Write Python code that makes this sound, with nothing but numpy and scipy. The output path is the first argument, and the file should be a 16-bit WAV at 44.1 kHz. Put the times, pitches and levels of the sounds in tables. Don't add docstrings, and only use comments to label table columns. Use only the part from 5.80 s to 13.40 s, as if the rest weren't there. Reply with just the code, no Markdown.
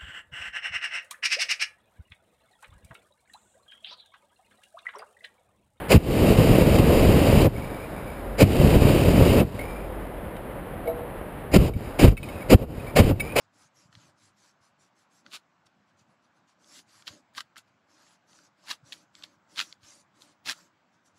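import sys
import numpy as np
from scipy import signal
from scipy.fft import rfft, irfft, next_fast_len
from scipy.io import wavfile
from scipy.ndimage import uniform_filter1d, map_coordinates

SR = 44100
rng = np.random.default_rng(int(sys.argv[2]) if len(sys.argv) > 2 else 0)


def master_out(mix):
    frames = np.transpose(np.atleast_2d(mix))
    ceiling = np.clip(frames, -1, 1)
    pcm = np.round(ceiling * 32767).astype(np.int16)
    wavfile.write(sys.argv[1], SR, pcm)


def invert_db(x):
    u = np.asarray(x, float) / 20
    return 10 ** u


N = 335160


def unit(x):
    return x / np.sqrt(np.mean(x ** 2) + 1e-20)


def wobble(rate_hz):
    knots = rng.standard_normal(int(N * rate_hz / SR) + 4)
    return map_coordinates(knots, [np.arange(N) * rate_hz / SR])


def noise(response, puffs=0):
    m = next_fast_len(N)
    kicks = rng.exponential(1, m) * (rng.random(m) < 120 / SR)
    source = rng.standard_normal(m) + puffs * unit(kicks)
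    return unit(irfft(rfft(source) * response(np.fft.rfftfreq(m, 1 / SR)), m)[:N])


def shape(points):
    f, db = np.transpose(points)
    return lambda hz: invert_db(np.interp(np.log(hz + 1), np.log(f + 1), db))


def below(corner_hz):
    return lambda hz: 1 / np.sqrt(1 + (hz / corner_hz) ** 4)


def above(corner_hz):
    return lambda hz: np.sqrt(1 - below(corner_hz)(hz) ** 2)


def peak(hz, width_hz, db):
    return lambda f: invert_db(db) * f * width_hz / np.hypot(hz * hz - f * f, f * width_hz)


def add(track, start_s, sound):
    part = track[round(start_s * SR):][:len(sound)]
    part += sound[:len(part)]


def ringing(modes, t):
    out = 0
    for hz, db, t60_s in modes:
        out = out + invert_db(db + rng.normal(0, 0.58) - 60 * t / t60_s) * np.sin(2 * np.pi * hz * t)
    return out


# nearest point in seconds, level in dB, passing time in seconds.
LORRIES = [
    (2.54, -34.5, .14),
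    (4.12, -36, 0.28),
]


def engines():
    t = np.arange(N) / SR
    drone = np.sqrt(2) * np.sin(2 * np.pi * np.cumsum(48 + 1.7 * wobble(5.9)) / SR)
    return drone * sum(invert_db(db) / (1 + ((t - s) / passing_s) ** 2) for s, db, passing_s in LORRIES)


def van_leaving():
    return np.exp(-np.arange(N) / SR / 1.6)


# frequency in Hz, level in dB per Hz.
PILOT = [(18, -37), (30, 0.5), (145, -5.5), (211, -6), (252, -6), (448, -7), (501, -6.5), (547, -4.5),
         (598, -5.5), (654, -8), (1940, -15), (3090, -23.5), (6000, -45.5), (7800, -98), (13200, -120)]


def road():
    colour = lambda hz: shape(PILOT)(hz) * above(800)(hz)
    level_db = -45.5 + 6.5 * van_leaving() + 0.48 * wobble(33)
    return invert_db(level_db) * noise(colour)


# first fizz level in dB, fizz fading in dB per second, pilot liveliness (0-1 or so).
LEFTOVER = [
    (-55, -8.5, 0.77),
    (-55.5, -33, 1.2),
    (-54, -33, 1),
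    (-48, -47, 0.78),
    (-55, -45, 1),
    (-55, -65, 0.6),
]


def pilot():
    t = np.arange(N) / SR
    flares = []
    for (_, wide, shut), (_, _, lively) in zip(VALVE, LEFTOVER):
        flares.append(lively * (t > wide) * np.exp(-np.maximum(t - shut, 0) / 2.85))
    level_db = -37 + 2.5 * np.max(flares, axis=0) + 5.5 * van_leaving()
    colour = lambda hz: shape(PILOT)(hz) * below(800)(hz)
    return invert_db(level_db + 0.9 * wobble(35)) * noise(colour, puffs=0.35)


# start in seconds, level in dB.
KNOCKS = [
    (5.055, -31),
    (5.074, -19.5),
    (5.0892, -23),
    (5.165, -36),
    (5.2075, -32),
]
# frequency in Hz, level in dB, t60 in seconds.
TUBE = [(482, -4, .6), (489, -9, .35), (657, 0, .14), (735, -6, .11), (818, -15, .08), (3880, -36, .2),
        (4000, -38, .15), (4950, -40, .12)]


def tube():
    out, t = np.zeros(N), np.arange(SR // 2) / SR
    for s, db in KNOCKS:
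        add(out, s, invert_db(db) * ringing(TUBE, t) * (1 - np.exp(-t / 0.002)))
    return out


# time in seconds, peak in dB, main ring in Hz, crack level in dB.
CLICKS = [(3.7933, -34, 2130, -28), (3.8094, -40, 2210, -17.5), (3.8352, -51, 2290, -17),
          (3.9113, -45, 2370, -22), (4.567, -43, 2320, -18), (5.0744, -37.5, 2220, -31),
          (5.9374, -29, 2280, -28), (6.371, -19, 2580, -19), (6.377, -18, 2250, -20),
          (6.4316, -28, 2490, -19), (6.4887, -35, 2220, -23), (6.6114, -42, 2240, -24),
          (7.0, -44, 2500, -19), (7.0693, -43, 2290, -14), (7.0988, -46, 2320, -16),
          (7.399, -25, 2620, -23), (7.4038, -16.5, 2264, -31), (7.4515, -39.5, 2310, -12),
          (7.4949, -47, 2300, -17), (7.5216, -41, 2500, -20)]
# frequency in Hz, level in dB, t60 in seconds.
LEVER = [(1900, -29, .025), (2630, -24, 0.021), (3010, -14, 0.033), (3720, -14, .025), (4330, -29, .1),
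         (5020, -30.5, 0.094)]


def lever():
    out, t = np.zeros(N), np.arange(4000) / SR
    for s, db, hz, crack_db in CLICKS:
        ring = ringing([(hz, 0, 0.045), *LEVER], t)
        chatter = rng.standard_normal(400) ** 3 * invert_db(-60 * t[:400] / 0.029)
        rung = signal.fftconvolve(ring, chatter)[:4000]
        crack = invert_db(crack_db + 11 - 60 * t / 0.047) * uniform_filter1d(rng.standard_normal(4000), size=6)
        add(out, s - 0.002, invert_db(db + 7) * (rung / np.abs(rung).max() + crack))
    return out


# frequency in Hz, width in Hz, level in dB.
COIL = [(3780, 220, -1), (4970, 220, -4)]


def fizz(lumps):
    t = np.arange(N) / SR
    colour = lambda f: sum(peak(*mode)(f) for mode in COIL) + 0.1 * (f < 5500)
    hiss = unit(np.sqrt(lumps) * noise(colour))
    level = np.zeros(N)
    for (_, _, shut), (db, fading_db_per_s, _) in zip(VALVE, LEFTOVER):
        after_s = np.maximum(t - shut - 0.033, 0)
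        level += invert_db(db + fading_db_per_s * after_s) * np.clip(after_s / 0.03, 0, 1)
    return level * hiss


# start in seconds, length in seconds, level in dB, first Hz, settled Hz.
WHISTLES = [(1.748, 0.22, -44.5, 2210, 2300), (1.993, 0.072, -46, 2270, 2430),
            (2.159, .07, -48, 2280, 2410), (2.24, 0.16, -49, 2225, 2330), (3.785, 0.072, -42, 2194, 2220),
            (3.851, .2, -47, 2304, 2364), (6.05, 0.046, -49, 2270, 2290), (6.44, 0.034, -48, 2250, 2340),
            (6.495, 0.11, -48.5, 2540, 2470), (6.61, .03, -48.5, 2240, 2260),
            (6.884, 0.046, -57, 2330, 2350), (7.065, .05, -47, 2320, 2330), (7.41, 0.06, -38.5, 2240, 2410),
            (7.49, 0.047, -43.5, 2380, 2480)]


def whistles(lumps):
    climb_s, edge_s, fade_db_per_s = 0.0495, 0.0093, -28
    out, t = np.zeros(N), np.arange(N) / SR
    breath = 0.92 + noise(lambda f: 1 / (1 + (f / 130) ** 2))
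    waver_hz = 25.6 * wobble(30)
    for s, length, db, first_hz, settled_hz in WHISTLES:
        span = slice(round(s * SR), round((s + length + 2 * edge_s) * SR))
        age = t[span] - s
        hz = settled_hz + (first_hz - settled_hz) * np.exp(-age / climb_s) + waver_hz[span]
        turn = 2 * np.pi * np.cumsum(hz) / SR
        upper = invert_db(-15.5) / (1 + ((2.15 * hz - 5000) / 160) ** 2)
        tone = np.sin(turn) + upper * np.sin(2.15 * turn)
        edges = np.clip(2 * age / edge_s, 0, 1) * np.clip(1 - (age - length) / (2 * edge_s), 0, 1)
        out[span] += invert_db(db + fade_db_per_s * age) * edges * (lumps * breath)[span] * tone
    return out


def sputter():
    lumps = invert_db(1.4 * wobble(45))
    return fizz(lumps) + whistles(lumps)


# start in seconds, growing in seconds, dying in seconds, top in dB, first Hz.
WHUMP = [(0.139, 0.04, 0.0073, 24.5, 140.5), (.815, 0.0099, 0.0052, 13.5, 132),
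         (0.989, 0.0097, 0.0056, 17.5, 181), (2.616, 0.027, 0.034, 21, 169.8),
         (2.958, 0.0094, .005, 19.5, 107), (3.298, 0.0065, 0.004, 5, 140),
         (5.758, 0.015, 0.0036, 17.5, 210.4), (5.783, 0.0046, 0.025, 23, 70), (5.951, 0.011, 0.009, 7, 89),
         (6.243, 0.058, 0.021, 20.5, 135), (6.718, 0.014, 0.01, 5.5, 323), (6.744, 0.01, 0.0073, 29, 94),
         (7.193, 0.021, 0.024, 14.5, 123), (7.245, 0.0073, 0.0067, 19, 99), (7.298, 0.0048, 0.022, 14, 97)]


def whumps():
    sag_per_s = 19.1
    out = np.zeros(N)
    unsteady_db = 1.96 * wobble(70)
    for s, growing, dying, db, first_hz in WHUMP:
        t = np.arange(round((growing + 0.092) * SR)) / SR
        grown = np.clip(t / growing, 0, 1)
        hz = first_hz * np.exp(-sag_per_s * growing * grown) * invert_db(unsteady_db[round(s * SR):][:len(t)])
        turn = 2 * np.pi * np.cumsum(hz) / SR
        size = invert_db(db - 16.9 * (1.5 - grown)) * np.clip(t / 0.0066, 0, 1)
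        size = size * np.exp(-np.maximum(t - growing, 0) / dying)
        add(out, s, size * (0.72 * np.sin(turn) - 0.36 * np.cos(2 * turn) - 0.19 * np.sin(3 * turn)))
    return out


def opening(cracked, wide, shut, fall_s, linger_db, linger_s):
    t = np.arange(N) / SR
    rise = (t > cracked) * invert_db(-28 * np.clip((wide - t) / (wide - cracked), 0, 1))
    after = np.maximum(t - shut, 0)
    fall = (1 - invert_db(linger_db)) * np.exp(-(after / fall_s) ** 1.4)
    return rise * (fall + invert_db(linger_db) * np.exp(-after / linger_s))


# cracked open, wide open, let go, all in seconds.
VALVE = [
    (.084, .108, 1.655),
    (2.573, 2.605, 3.608),
    (5.716, 5.74, 5.88),
    (6.183, 6.194, 6.318),
    (6.687, 6.704, 6.828),
    (7.152, 7.163, 7.306),
    (7.552, 7.565, 7.7),
]
# jet in dB, flame in dB, plume in dB.
BLAST = [
    (-19.5, -7.5, -8),
    (-18.5, -7, -6.5),
    (-19.5, -7.5, -5.5),
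    (-22.5, -12.5, -8.5),
    (-20, -5.5, -5.5),
    (-19.5, -7, -5),
    (-21, -19, -28),
]
# frequency in Hz, level in dB per Hz.
SPURT = [(71, -33), (120, -6.5), (437, -2), (568, 2), (669, -6), (1230, -19), (1940, -17), (2210, -10.5),
         (2870, -14.5), (3500, -26), (4120, -21), (4470, -21.5), (5010, -16), (5440, -28.5), (6000, -25.5),
         (7800, -65), (13200, -120)]
# frequency in Hz, level in dB per Hz.
JET = [(530, -3), (900, -5), (1170, -2.5), (1390, -11), (1580, -6.5), (2670, -1), (3060, -3), (3500, -12),
       (3760, -7.5), (4160, -12), (4880, -7.5), (5680, -19), (6000, -17.5), (7800, -57), (13200, -120)]
# frequency in Hz, level in dB per Hz.
FLAME = [(15, -41), (25, -0.5), (60, 3.5), (119, 3.5), (244, -4.5), (356, -8.5), (388, -9.5), (528, -10),
         (882, -25.5), (1500, -34), (1950, -74), (3300, -120)]


def burner():
    spurt, jet, flame, plume = np.zeros((4, N))
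    for (cracked, wide, shut), (jet_db, flame_db, plume_db) in zip(VALVE, BLAST):
        lit = np.clip((np.arange(N) / SR - wide) / 0.048, 0, 1)
        flow = invert_db(jet_db) * opening(cracked, wide, shut, 0.012, -19, 0.14)
        spurt += np.sqrt(1 - lit) * flow
        jet += np.sqrt(lit) * flow
        flame += invert_db(flame_db) * lit * opening(cracked, wide, shut + 0.012, 0.0093, -15, 0.081)
        plume += invert_db(plume_db) * opening(cracked, wide + 0.052, shut + 0.012, 0.027, -14, 0.1)
    flicker = wobble(45)
    rush = unit(invert_db(2.65 * wobble(120)) * noise(shape(SPURT)))
    hiss = unit(invert_db(0.5 * flicker + 0.84 * wobble(90)) * noise(shape(JET)))
    burning = noise(lambda hz: shape(FLAME)(hz) * above(270)(hz), puffs=0.43)
    roar = unit(invert_db(1.2 * flicker + 0.67 * wobble(110)) * burning)
    rumble = noise(lambda hz: shape(FLAME)(hz) * below(270)(hz), puffs=1.1)
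    return invert_db(7.0) * spurt * rush + jet * hiss + flame * roar + plume * rumble


def scene():
    return (engines() + road() + pilot() + tube() + lever() + sputter() + whumps() + burner())[None]


# start in seconds, clamping in seconds, depth in dB, held in seconds, recovery in seconds.
DUCKS = [(0.133, 0.023, -9, 1.56, .05), (0.162, .022, -19, 0.019, 0.11), (.53, .026, -4, 0, 0.015),
         (.822, .015, -4, 0, 0.038), (.995, .012, -5, 0, 0.052), (1.265, .02, -0.5, 0, .07),
         (2.622, 0.023, -9.5, 1.05, .05), (2.628, .02, -12, 0, .11), (2.96, 0.014, -3, 0.049, 0.035),
         (3.13, .026, -2, .08, 0.069), (3.31, 0.015, -2.5, 0.0058, 0.065), (5.764, .014, -17.5, .14, 0.077),
         (6.25, .012, -8.5, .1, .07), (6.286, .016, -12.5, 0.067, 0.069), (6.74, 0.024, -21, 0.085, 0.088),
         (6.745, 0.021, -10, 0.003, 0.076), (7.202, 0.015, -15.5, .14, 0.06)]


def gain_control():
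    t = np.arange(N) / SR
    gain_db = np.full(N, -1.0)
    for s, clamping, db, held, recovery in DUCKS:
        clamped = np.clip((t - s) / clamping, 0, 1)
        after = np.maximum(t - s - clamping - held, 0)
        gain_db += db * clamped * np.exp(-(after / recovery) ** 1.35)
    return invert_db(gain_db)


def roll_off(x):
    return signal.sosfilt(signal.butter(12, 16610, fs=SR, output="sos"), x)


def record(dry):
    x = dry * gain_control()
    x = x / (1 + np.abs(x / 0.99) ** 8) ** (1 / 8)
    slow = signal.resample_poly(x, 40, 147, axis=1)
    held = signal.resample_poly(np.repeat(slow, 4, axis=1), 147, 160, axis=1)
    top_hz = 15350
    mix = irfft(rfft(held, N) * (np.fft.rfftfreq(N, 1 / SR) < top_hz), N)
    return roll_off(mix)


dry = scene()
out = record(dry)
master_out(out)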